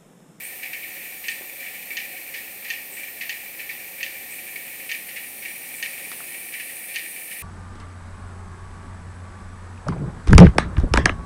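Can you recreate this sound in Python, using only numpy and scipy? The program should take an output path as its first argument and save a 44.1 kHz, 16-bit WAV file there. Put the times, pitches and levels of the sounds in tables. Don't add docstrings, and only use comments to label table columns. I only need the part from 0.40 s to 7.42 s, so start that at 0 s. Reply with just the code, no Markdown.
import sys
import numpy as np
from scipy import signal
from scipy.fft import rfft, irfft, next_fast_len
from scipy.io import wavfile
from scipy.ndimage import uniform_filter1d

SR = 44100
rng = np.random.default_rng(int(sys.argv[2]) if len(sys.argv) > 2 else 0)


def materialize(psi):
    bounded = np.clip(np.atleast_2d(psi).T, -1, 1)
    quanta = np.round(bounded * 32767).astype(np.int16)
    wavfile.write(sys.argv[1], SR, quanta)


N = 309701
TIME_S = np.arange(N) / SR

# freq_hz, density_db (relative)
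HISS_SPECTRUM = [(6500, -24.5), (7500, -18.5), (8200, -6.5), (8700, -4.5), (9800, -5), (10750, -11),
                 (11600, -4), (12600, 0), (13600, -.5), (14300, -1.3), (14900, -0.3), (15600, -9),
                 (16500, -19)]
# freq_hz, density_db (relative)
CICADA_SPECTRUM = [(7000, -55), (8000, -15), (8550, -4), (9300, -6.5), (10050, -2.5), (10500, -9),
                   (11200, -23), (12500, -53)]
# time_s, level_db
CICADA_SWELL = [(0, -55), (3.4, -66), (4, -49), (4.7, -46.5), (5.5, -42.5), (7, -41)]
# freq_hz, density_db (relative)
CHORUS_SPECTRUM = [(1200, -36), (1580, -22.5), (1780, -4.5), (2050, -6), (2350, -3), (2560, -1.5),
                   (2850, -11), (3200, -17.5), (4400, -19.5), (5400, -25.5), (7000, -19.5), (11000, -23)]
# time_s, level_db
CHORUS_SWELL = [(0, -41), (.64, -39), (.78, -42.5), (1.11, -42.5), (1.27, -38.5), (1.77, -40), (2.12, -42),
                (2.52, -44), (2.62, -37.5), (2.76, -42), (3.05, -41), (3.76, -41.5), (3.94, -40),
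                (4.42, -40.5), (4.94, -43), (5.3, -40.5), (5.8, -39), (6.08, -41.5), (7.02, -40.5)]
# freq_hz, density_db (relative)
WASH_SPECTRUM = [(20, -41), (60, -11), (130, -6), (240, 0.5), (340, -3), (440, -1), (650, -5), (800, -1),
                 (950, -9.5), (1500, -9.5), (4000, -8), (8000, -12), (16000, -55)]
# time_s, level_db
WASH_SWELL = [(0, -49.5), (5, -49), (5.7, -47), (6.2, -50), (7.02, -49.5)]
# centre_hz, half_width_hz, level_db
HOLLOW_TONES = [(329.5, 19, -66.5), (542.6, 24, -60), (743, 45, -61)]
# pitch_hz, level_db, loudest_s
CRICKET_LINES = [(3505, -70, 1), (4355, -68, 1.5), (5760, -68, 5.2), (6255, -71, 3.8), (6858, -68, 1)]
# start_s, level_db, pitch_hz
BUSH_TICKS = [(0.035, -37.5, 8600), (0.872, -40.5, 8100), (2.524, -40, 8070), (3.908, -40, 8200),
              (5.355, -39.5, 8050)]
# start_s, level_db, leaf_cover (0-1)
FAR_CALLS = [(0.229, -29, 0.45), (0.3317, -28, 0.14), (0.4345, -36, 0.18), (0.8371, -33.5, .7),
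             (1.2205, -35.5, 1), (1.262, -32.5, 0.2), (1.5055, -30, .05), (1.937, -30, 1),
             (2.2449, -34.5, 0.7), (2.3372, -31, 0), (2.808, -28.5, 0.63), (3.188, -32, 0.7),
             (3.292, -27.5, 0.22), (3.605, -30, 0.24), (4.159, -28.5, 0), (4.492, -29, 0.26),
             (4.6834, -37, 0.9), (4.759, -30.5, 0.66), (5.02, -35.5, 1), (5.051, -29, 0.2),
             (5.447, -31, 0.12), (5.944, -35.5, 0.16), (6.135, -31, 0.5), (6.196, -30.5, 0.5),
             (6.539, -33, 0.9), (6.9055, -34, 1)]
# freq_hz, density_db (relative)
FAR_SPECTRUM = [(900, -34.5), (1540, -21.5), (1800, 0.5), (2050, -3.5), (2450, 1), (2700, -2.5),
                (3200, -12), (4400, -12), (5400, -16), (7000, -19.5), (11000, -34)]
# centre_hz, half_width_hz, lift_db
FAR_RESONANCES = [(1875, 65, 4), (2300, 90, 4), (2920, 38, 3.5), (3085, 35, 3)]
# start_s, level_db
NEAR_CALLS = [(0.8830, -24), (1.5688, -25), (2.3018, -25), (2.8936, -25.5), (3.6293, -25), (4.5146, -26),
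              (5.4259, -25), (6.5587, -25)]
# pitch_hz, level_db (relative), t60_s
NEAR_RESONANCES = [(1849, -0.5, 0.048), (2310, -38, 0.028), (2590, 5.5, 0.0083), (2666, -14.5, 0.085),
                   (2923, -11.5, 0.066), (3100, -13.5, 0.058), (3560, -16, 0.056), (4370, 0.5, 0.0045),
                   (6030, -0.5, 0.0025)]
# freq_hz, gain_db
NEAR_SPECTRUM = [(900, -21), (1480, -16), (1720, -5), (5400, 1.5), (6900, 2.5), (7350, -29), (11000, -25)]
# delay_s, gain (linear)
NEAR_ECHOES = [(.00483, .56), (.0126, .14)]
# start_s, level_db, low_hz, high_hz
WOOD_KNOCKS = [(1.010, -42, 220, 900), (2.515, -46, 400, 517), (5.7169, -34, 200, 3600),
               (5.805, -40.5, 1100, 1500)]


def amp(db):
    return 10 ** (np.asarray(db) / 20)


def unit(x):
    return x / np.sqrt(np.mean(x ** 2) + 1e-20)


def unit_burst(x, size=260):
    return x / np.sqrt(uniform_filter1d(x ** 2, size, mode="constant").max() + 1e-20)


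def shape_db(points, hz, bumps=()):
    freq_hz, db = np.transpose(points)
    lifts_db = sum(lift_db / (1 + ((hz - centre_hz) / half_width_hz) ** 2)
                   for centre_hz, half_width_hz, lift_db in bumps)
    return np.interp(np.log(hz + 1), np.log(freq_hz), db) + lifts_db


def curve(rows):
    return amp(np.interp(TIME_S, *np.transpose(rows)))


def add(mix, start_s, sound):
    part = mix[max(round(start_s * SR), 0):][:len(sound)]
    part += sound[:len(part)]


def colour(x, points, bumps=()):
    size = next_fast_len(len(x))
    db = shape_db(points, np.fft.rfftfreq(size, 1 / SR), bumps)
    return unit(irfft(rfft(x, size) * amp(db), size)[:len(x)])


def band(centre_hz, half_width_hz):
    size = next_fast_len(N)
    hz = np.fft.rfftfreq(size, 1 / SR)
    resonance = 1 / (1 + ((hz - centre_hz) / half_width_hz) ** 2)
    return unit(irfft(rfft(rng.standard_normal(size)) * resonance, size)[:N])


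def drift(rate_hz):
    knots_s = np.arange(0, N / SR + 1, 1 / 400)
    hz = np.fft.rfftfreq(len(knots_s), knots_s[1])
    noise = rng.standard_normal(len(knots_s))
    slow = irfft(rfft(noise) / (1 + (hz / rate_hz) ** 4), len(knots_s))
    return unit(np.interp(TIME_S, knots_s, slow))


def snap(points, bumps=(), treble_db=0, size=8192):
    hz = abs(np.fft.fftfreq(size, 1 / SR))
    tilt = shape_db([(2600, 0.4), (4000, 0.78)], hz)
    log_gain = np.log(amp(shape_db(points, hz, bumps) + treble_db * tilt))
    return np.fft.ifft(np.exp(np.conj(signal.hilbert(log_gain)))).real[:size // 2]


def scatter(t60_s, bloom_s=0.001, share=0.22, size=17000):
    t_s = np.arange(size) / SR
    draw = rng.random(size) - .5
    taps = np.sign(draw) * (abs(draw) < share / 2)
    taps *= np.exp(-np.log(1000) * t_s / t60_s) * (1 - np.exp(-t_s / bloom_s))
    return taps / np.linalg.norm(taps)


def insect_hiss(level_db=-39.5):
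    return amp(level_db) * colour(rng.standard_normal(N), HISS_SPECTRUM)


def cicadas(flutter_db=0.96):
    crowd = colour(rng.standard_normal(N), CICADA_SPECTRUM)
    return crowd * amp(flutter_db * drift(rate_hz=19)) * curve(CICADA_SWELL)


def chorus(clicks_per_s=65, spread_db=3.3, blur_db=3, trim_db=0.75):
    levels_db = spread_db * np.clip(rng.standard_normal(N), -2, 2)
    clicks = (rng.random(N) < clicks_per_s / SR) * amp(levels_db)
    grains = unit(signal.fftconvolve(clicks, scatter(t60_s=0.084))[:N])
    crowd = colour(grains + amp(blur_db) * rng.standard_normal(N), CHORUS_SPECTRUM, FAR_RESONANCES)
    lull_db, lead_s, half_length_s = -1.5, 0.035, 0.076
    calls = list(NEAR_CALLS) + list(FAR_CALLS)
    lull = np.max([np.exp(-((TIME_S - start_s + lead_s) / half_length_s) ** 2)
                   for start_s, *_ in calls], axis=0)
    return amp(trim_db + lull_db * lull) * curve(CHORUS_SWELL) * crowd


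def wash(waver_db=1.5):
    out = colour(rng.standard_normal(N), WASH_SPECTRUM) * curve(WASH_SWELL)
    for centre_hz, half_width_hz, level_db in HOLLOW_TONES:
        out += band(centre_hz, half_width_hz) * amp(level_db + waver_db * drift(rate_hz=1.9))
    return out


def crickets(half_width_hz=22, swell_db=5, passage_s=0.46):
    out = np.zeros(N)
    for pitch_hz, level_db, loudest_s in CRICKET_LINES:
        swell = np.exp(-((TIME_S - loudest_s) / passage_s) ** 2) + 0.5
        out += band(pitch_hz, half_width_hz) * amp(level_db + swell_db * swell)
    return out


def bush_cricket(forest_db=7, forest_t60_s=0.45, far_pitch_ratio=1.056, trim_db=-1.0, glide_hz=2200):
    stroke_s, stroke_spacing_s = .002, .0135
    out = np.zeros(N)
    t_s = np.arange(0, stroke_s, 1 / SR)
    envelope = np.sin(np.pi * t_s / stroke_s)
    for start_s, level_db, pitch_hz in BUSH_TICKS:
        turns = np.cumsum(pitch_hz + glide_hz * (t_s / stroke_s - .5)) / SR
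        far_ping = envelope * np.sin(2 * np.pi * far_pitch_ratio * turns)
        stroke = amp(forest_db) * signal.fftconvolve(scatter(forest_t60_s), far_ping)
        add(stroke, 0, envelope * np.sin(2 * np.pi * turns))
        stroke = amp(level_db + trim_db) * unit_burst(stroke)
        add(out, start_s, stroke)
        add(out, start_s + stroke_spacing_s, stroke)
    return out


def far_frogs(leaves_db=5, leaves_t60_s=0.076, forest_db=1, forest_t60_s=0.43, cover_db=7, bloom_s=0.0094,
              open_treble_db=-14, cover_treble_db=11, pitch_hz=2270, pitch_db=7):
    strays_per_s, stray_db = 2, -37
    out = np.zeros(N)
    chance = rng.random((round(strays_per_s * N / SR), 2))
    strays = [(when * N / SR, stray_db, cover) for when, cover in chance]
    for start_s, level_db, cover in list(FAR_CALLS) + strays:
        cover = np.clip(cover, .05, 1)
        openness = (1 - cover) ** 2
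        path = amp(leaves_db) * scatter(leaves_t60_s, bloom_s * cover)
        path += amp(forest_db + cover_db * cover) * scatter(forest_t60_s, bloom_s)
        path[0] += openness
        resonances = list(FAR_RESONANCES) + [(pitch_hz, 90, pitch_db * openness)]
        treble_db = open_treble_db + cover_treble_db * cover
        call = signal.fftconvolve(path, snap(FAR_SPECTRUM, resonances, treble_db, size=4096))
        add(out, start_s, amp(level_db) * unit_burst(call))
    return out


def sweep(x, size=8192):
    delay_s, top_hz = .0007, 7000
    hz = np.fft.rfftfreq(size, 1 / SR)
    return irfft(rfft(x, size) * np.exp(-1j * np.pi * delay_s * hz ** 2 / top_hz), size)


def near_frog(forest_db=-.5, forest_t60_s=0.46, trunk_db=-10, trunk_delay_s=.0348, travel_s=.0003):
    t_s = np.arange(SR // 12) / SR
    ring = np.zeros(len(t_s))
    for pitch_hz, level_db, t60_s in NEAR_RESONANCES:
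        build_up = 1 - np.exp(-t_s / (.01 * t60_s))
        ring += amp(level_db - 60 * t_s / t60_s) * build_up * np.sin(2 * np.pi * pitch_hz * t_s)
    voice = sweep(signal.fftconvolve(ring, snap(NEAR_SPECTRUM)))
    click = voice.copy()
    for delay_s, gain in NEAR_ECHOES:
        add(click, delay_s, gain * voice)
    click = unit_burst(click)
    dull = snap(FAR_SPECTRUM, FAR_RESONANCES)
    dull *= amp(forest_db) * np.linalg.norm(click) / np.linalg.norm(dull)
    add(click, trunk_delay_s, amp(trunk_db) * dull)
    out = np.zeros(N)
    for start_s, level_db in NEAR_CALLS:
        add(out, start_s + travel_s, amp(level_db) * click)
        add(out, start_s + travel_s, amp(level_db) * signal.fftconvolve(scatter(forest_t60_s), dull))
    return out


def knocks(forest_db=-3, forest_t60_s=.16, contact_t60_s=0.0052):
    out = np.zeros(N)
    for start_s, level_db, low_hz, high_hz in WOOD_KNOCKS:
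        path = amp(forest_db) * scatter(forest_t60_s)
        path += scatter(contact_t60_s, bloom_s=0.00011)
        spectrum = [(low_hz / 4, -25), (low_hz, 0), (high_hz, -1), (2 * high_hz, -18), (high_hz * 4, -42)]
        add(out, start_s, amp(level_db) * unit_burst(signal.fftconvolve(path, snap(spectrum))))
    return out


def scene():
    mix = insect_hiss() + cicadas() + chorus() + wash() + crickets()
    mix += bush_cricket() + far_frogs() + near_frog() + knocks()
    return np.array([mix, mix])


def record(dry):
    edge_hz = 15850
    lowpass = signal.firwin(601, edge_hz, window=("kaiser", 9), fs=SR)
    return signal.oaconvolve(dry, lowpass[None], "same")


dry = scene()
out = record(dry)
materialize(out)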